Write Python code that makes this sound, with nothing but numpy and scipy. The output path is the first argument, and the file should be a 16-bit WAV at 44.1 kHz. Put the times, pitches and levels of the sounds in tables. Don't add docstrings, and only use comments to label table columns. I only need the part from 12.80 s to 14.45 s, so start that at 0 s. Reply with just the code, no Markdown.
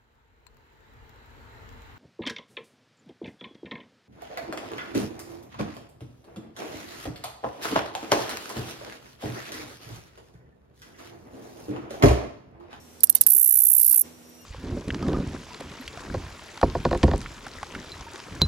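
import sys
import numpy as np
from scipy import signal
from scipy.fft import rfft, irfft
from scipy.io import wavfile

SR = 44100
rng = np.random.default_rng(int(sys.argv[2]) if len(sys.argv) > 2 else 0)


def master(y):
    cut = np.clip(np.atleast_2d(y).T, -1, 1)
    pcm = np.round(cut * 32767)
    wavfile.write(sys.argv[1], SR, pcm.astype(np.int16))


N = 72765
T = np.arange(N) / SR


def amp(db):
    return 10 ** (np.asarray(db) / 20)


def evened(x):
    return x / np.sqrt(np.mean(x ** 2) + 1e-20)


def curve(points, t):
    return np.interp(t, *np.transpose(points))


def read(points, hz):
    f, value = np.transpose(points)
    return np.interp(np.log(hz + 1), np.log(f + 1), value)


def band_noise(hz, width):
    f = np.fft.rfftfreq(N, 1 / SR)
    band = 1 / (1 + .5 * ((f - hz) / width) ** 2) ** 2
    return evened(irfft(rfft(rng.standard_normal(N)) * band, N))


def puff(s, length, hz, width, db):
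    return amp(db) * np.exp(-.5 * ((T - s) / length) ** 2) * band_noise(hz, width)


# frequency in Hz, relative level in dB.
CLOSING_RING = [(1500, -107), (3200, -73.5), (4400, -46.5), (5200, -36), (6000, -27), (8000, -16),
                (9200, -10.5), (10400, -1), (11400, -1), (12500, 3.5), (13500, 1.5), (14400, 0),
                (15200, -27), (17000, -37.5)]
# frequency in Hz, relative level in dB.
OPENING_RING = [(1500, -68), (3500, -19), (4800, -5), (7000, -16), (8500, 6.5), (10000, -6.5),
                (14000, -4.5), (15500, -17)]
# frequency in Hz, relative level in dB.
RETURN_RING = [(1500, -92), (4700, -55), (6000, -8), (8200, 1), (11000, 6.5), (14000, -11), (15500, -50)]
PITCH_GLIDE = [(0, 1.015), (.5, 1.034), (1, 0.95)]
# time in seconds, strokes per second.
STROKE_RATE = [(0.48, 58.09), (0.52, 65.07), (0.56, 63.42), (0.62, 63.53), (0.68, 62.27), (0.76, 63.05),
               (0.83, 62.3), (0.91, 61.47), (0.98, 62.71), (1.05, 60.12), (1.12, 62.73), (1.22, 56.92)]
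# start in seconds, pause after the first catch in seconds,
# length in seconds, level in dB.
TICKS = [(0.234, 0.00067, 0.011, 3), (0.296, 0.0022, 0.0076, 3.5), (0.35, 0.0019, 0.0074, 2.5),
         (0.4103, 0.0014, 0.0076, 5.5), (0.4651, 0.00073, 0.0095, 2)]
# start in seconds, peak level in dB.
OPENINGS = [(0.205, -23.5), (0.27, -24), (0.325, -26), (0.383, -30), (0.4355, -19), (0.477, -26.5)]
FIRST_STROKE_TURNS = .57
RETURN_DB, RETURN_AFTER_S = -23.5, 0.0055


def katydid(count=5):
    running = (T >= STROKE_RATE[0][0]) & (T <= STROKE_RATE[-1][0])
    turns = np.cumsum(curve(STROKE_RATE, T) * running) / SR - FIRST_STROKE_TURNS
    centres = T[1:][np.diff(np.floor(turns)) > 0]
    teeth = np.hstack([tick(*row) for row in TICKS] + [stroke(s) for s in centres])

    part = np.clip(np.floor(teeth[2] * count), 0, count - 1)
    closing = 0
    for k in range(count):
        pitch = curve(PITCH_GLIDE, (k + .5) / count)
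        closing = closing + ring(teeth[:, part == k], CLOSING_RING, pitch)

    openings = np.hstack([opening(*row) for row in OPENINGS])
    returns = np.hstack([opening(s + RETURN_AFTER_S, RETURN_DB) for s in centres[:-1]])
    return closing + ring(openings, OPENING_RING) + ring(returns, RETURN_RING)


TOOTH_SPREAD_DB = .9
TICK_TOOTH_S, TICK_JITTER = 0.00071, .2
TICK_FADE_DB = -5


def tick(start, pause, length, db, count=40):
    gaps, sizes = rng.standard_normal((2, count))
    skid = np.cumsum(TICK_TOOTH_S * np.exp(TICK_JITTER * gaps[1:-1]))
    t = np.r_[0, pause + np.r_[0, skid]]
    fade = TICK_FADE_DB * np.minimum(t / length, 1) ** 4
    gain = amp(db + TOOTH_SPREAD_DB * sizes + fade)
    return np.array([start + t, gain, t / length])[:, t < length]


# time in seconds, level in dB.
EFFORT = [(.49, -8), (.507, -1.5), (.53, -3.5), (.64, -5), (.76, -4.5), (.93, -4), (1.02, -4.5), (1.11, -4),
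          (1.215, -5)]
STROKE_S, STROKE_LEAD_S = .0108, .0065
STROKE_RISE_S, STROKE_FALL_S = 0.0026, 0.0015
STROKE_SPREAD = 0.03376
STROKE_SAG_DB = -0.5
TOOTH_SLOW_S, TOOTH_FAST_S, TOOTH_JITTER = .00068, .00042, .14
GLIDE_SPREAD = .25


def stroke(centre, count=40):
    gaps, sizes = rng.standard_normal((2, count))
    speed, stretch, sink = rng.standard_normal(3)
    length = STROKE_S * (1 + STROKE_SPREAD * stretch)
    t = np.zeros(count)
    for k in range(1, count):
        gap = np.interp(t[k - 1], [0, length], [TOOTH_SLOW_S, TOOTH_FAST_S])
        t[k] = t[k - 1] + gap * np.exp(TOOTH_JITTER * gaps[k] + STROKE_SPREAD * speed)
    shape = np.clip(t / STROKE_RISE_S, 0, 1) * np.clip((length - t) / STROKE_FALL_S, 0, 1)
    sag = STROKE_SAG_DB * (t / length - .5)
    gain = shape * amp(curve(EFFORT, centre) + sag + TOOTH_SPREAD_DB * sizes)
    start = centre - STROKE_LEAD_S * length / STROKE_S
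    return np.array([start + t, gain, t / length + GLIDE_SPREAD * sink])


OPENING_S, OPENING_TOOTH_S = .0045, .00035


def opening(start, db, count=40):
    t = np.cumsum(OPENING_TOOTH_S * rng.uniform(.5, 1.5, count))
    t = t[t < OPENING_S]
    return np.array([start + t, amp(db) * np.sin(np.pi * t / OPENING_S)])


WING_SMEAR_S, WING_CENTRE_HZ = .001, 12500


def ring(teeth, spectrum, pitch=1, size=1024):
    at, gain = teeth[:2]
    near = np.round(at * SR).astype(int)[:, None] + np.arange(-12, 13)
    off = near - at[:, None] * SR
    click = np.sinc(off) * np.cos(off * np.pi / 26) ** 2
    clicks = np.zeros(N)
    np.add.at(clicks, np.clip(near, 0, N - 1), gain[:, None] * click)

    hz = np.fft.fftfreq(size, 1 / SR)
    log_gain = np.log(amp(read(spectrum, abs(hz) / pitch)))
    smear = 2 * np.pi * WING_SMEAR_S * hz * (abs(hz) - 2 * WING_CENTRE_HZ) / SR
    pulse = np.fft.ifft(np.exp(np.conj(signal.hilbert(log_gain)) - 1j * smear)).real
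    peak = abs(signal.hilbert(pulse)).max()
    return signal.oaconvolve(clicks, np.fft.fftshift(pulse) / peak, "same")


# centre in seconds, length in seconds, level in dB.
RASPS = [(0.366, 0.009, -30), (0.423, 0.0089, -30)]


def rasps(hz=11000, width=5300):
    return sum(puff(s, length, hz, width, db) for s, length, db in RASPS)


# time in seconds, upper band level in dB, lower band level in dB.
HISS = [(.475, -55, -52), (.53, -43, -51.5), (.57, -41, -83), (.96, -43, -84), (0.994, -60, -50),
        (1.143, -43, -45.5), (1.17, -37, -81), (1.226, -48, -64)]


def hiss():
    s, upper_db, lower_db = np.transpose(HISS)
    upper = amp(np.interp(T, s, upper_db, -120, -120)) * band_noise(8000, 850)
    lower = amp(np.interp(T, s, lower_db, -120, -120)) * band_noise(4900, 750)
    return upper + lower


# frequency in Hz, starting level in dB.
RING_TONES = [(748, -34), (1023, -39.5), (2089, -36.5), (3068, -33.5), (3758, -31.5), (4673, -36)]
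RING_AT_S, RING_T60_S = .352, 0.075


def lingering_ring():
    t = np.maximum(T - RING_AT_S, 0)
    return sum(amp(db - 60 * t / RING_T60_S) * np.sin(2 * np.pi * hz * t) for hz, db in RING_TONES)


# frequency in Hz, dB against the right.
LEFT_SHADE = [(3000, -17), (6500, -14), (8300, -8), (10500, -9), (12200, -9), (13400, -18), (14400, -10)]
# frequency in Hz, relative level in dB.
TAIL_COLOUR = [(3000, 10.5), (5500, 16.5), (8000, 3.5), (10000, 1), (12500, -0.5), (14500, -1.5)]
LEFT_LAG_S = .000188
TAIL_DB, TAIL_T60_S = -19, 0.071


def at_microphones(song):
    hz, t = np.fft.rfftfreq(N, 1 / SR), T[:SR // 4]
    left = amp(read(LEFT_SHADE, hz)) * np.exp(-2j * np.pi * hz * LEFT_LAG_S)
    ports = rfft(song) * np.array([left, np.ones(len(hz))])
    tail = rng.standard_normal((2, len(t))) * amp(-60 * t / TAIL_T60_S)
    tail = tail / np.linalg.norm(tail[0])
    coloured = irfft(ports * amp(TAIL_DB + read(TAIL_COLOUR, hz)), N)
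    return irfft(ports, N) + signal.oaconvolve(coloured, tail, axes=1)[:, :N]


# time in seconds, level in dB.
BACKGROUND = [(0, -2.5), (.2, -1.5), (.48, -3.5), (.54, -12), (.61, -89), (.93, -27), (1.0, -7), (1.15, -8),
              (1.2, -14.5), (1.255, 4.5), (1.34, -1.5), (1.65, -2.5)]
# multiple of the base pitch, level in dB before the song, level in dB after it
# (both ride the fader), level in dB of the part that never dips; side gains come on top.
ENGINE = [(1, -57.5, -68, -100), (2, -64, -63, -95), (3, -58, -53.5, -100), (4, -65, -60.5, -104),
          (5, -73.5, -91.5, -69.5), (6, -80, -66, -77.5)]
ENGINE_HZ, ENGINE_WAVER = 81, 0.00818


def engine(left_db=-5.0, right_db=1):
    turns = np.cumsum(ENGINE_HZ * (1 + ENGINE_WAVER * band_noise(0, 8.9))) / SR
    hum = 0
    for k, early, late, least in ENGINE:
        drift = np.interp(T, [.2, 1.3], [early, late])
        level = amp(drift + curve(BACKGROUND, T)) + amp(least)
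        hum = hum + level * np.sin(2 * np.pi * (round(k) * turns + rng.random()))
    return np.sqrt(2) * hum * amp([[left_db], [right_db]])


# frequency in Hz, width in Hz, level in dB before the side gains.
CRICKETS = [(5360, 27, -77.5), (5675, 7.55, -63.5), (6200, 38, -90.5), (6110, 28.7, -94), (6600, 20, -73.5),
            (7425, 40, -77.5)]


def crickets(left_db=-1, right_db=2):
    sides = []
    for side in (left_db, right_db):
        sides.append(sum(amp(db + side) * band_noise(hz, width) for hz, width, db in CRICKETS))
    return np.array(sides)


# start in seconds, length in seconds, frequency in Hz, level in dB.
WHISTLES = [(1.586, .08, 2790, -64.5)]


def whistles(edge_s=0.0043):
    notes = 0
    for s, length, hz, db in WHISTLES:
        fade = np.clip(np.minimum(T - s, s + length - T) / edge_s, 0, 1)
        notes = notes + amp(db) * fade * np.sin(2 * np.pi * hz * T)
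    return np.sqrt(2) * notes


# centre in seconds,
# length in seconds, frequency in Hz, width in Hz, level in dB.
BUMPS = [(0.417, 0.011, 100, 131, -46), (0.557, 0.0094, 334.4, 253, -45.5), (0.658, .016, 81, 44.3, -68),
         (0.752, 0.021, 178, 39.2, -69.5), (0.913, 0.02, 130, 53.2, -63), (0.976, 0.017, 560, 194, -59),
         (1.138, 0.008, 1210, 920, -45), (1.156, .008, 2650, 280, -52)]
# centre in seconds, level in dB.
FAR_TICKS = [(1.496, -54), (1.551, -59), (1.618, -55)]
FAR_TICK_S, FAR_TICK_HZ, FAR_TICK_WIDTH_HZ = 0.0049, 13000, 630
LOW_MID_HZ, LOW_MID_WIDTH_HZ, LOW_MID_DB = 490.5, 51, -70


def surroundings():
    low_mid = amp(LOW_MID_DB) * band_noise(LOW_MID_HZ, LOW_MID_WIDTH_HZ)
    bumps = sum(puff(*row) for row in BUMPS)
    far_ticks = sum(puff(s, FAR_TICK_S, FAR_TICK_HZ, FAR_TICK_WIDTH_HZ, db) for s, db in FAR_TICKS)
    return low_mid + bumps + far_ticks


# frequency in Hz, relative level in dB per Hz.
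AIR = [(18, -86), (30, -45), (74, -8.5), (165, -8), (193, -7.5), (244, -3.5), (277, -3.5), (324, -3.5),
       (1240, -16.5), (5430, -22.5), (5870, -20.5), (14500, -24)]
# frequency in Hz, left-right likeness from 0 to 1.
AIR_SAME = [(60, 1), (300, 0.019), (700, 0.54), (1400, 0), (15000, 0)]
# time in seconds, level in dB.
AIR_TREBLE = [(.47, 0.5), (.52, -19), (1.2, -9), (1.24, 1)]
AIR_DB, AIR_SPLIT_HZ = -50.5, 1350


def air():
    hz = np.fft.rfftfreq(N, 1 / SR)
    a, b = rfft(rng.standard_normal((2, N)))
    same = np.clip(read(AIR_SAME, hz), -1, 1)
    pair = np.array([a, same * a + np.sqrt(1 - same ** 2) * b])
    noise = amp(AIR_DB) * evened(irfft(pair * amp(read(AIR, hz)), N))
    bass = irfft(rfft(noise) / (1 + (hz / AIR_SPLIT_HZ) ** 4), N)
    treble = (noise - bass) * amp(curve(AIR_TREBLE, T))
    return (bass + treble) * amp(curve(BACKGROUND, T))


def scene():
    song = katydid() + rasps() + hiss() + lingering_ring()
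    far = engine() + crickets() + whistles() + np.array([surroundings(), surroundings()]) + air()
    return at_microphones(song) + far


CLIP_TOP, CLIP_BOTTOM = 1.072, -0.871
EDGE_HZ = 14950


def record(dry):
    clipped = np.clip(dry, CLIP_BOTTOM, CLIP_TOP)
    low_pass = signal.firwin(201, EDGE_HZ, window=("kaiser", 7), fs=SR)
    return signal.oaconvolve(clipped, low_pass[None], "same")


dry = scene()
out = record(dry)
master(out)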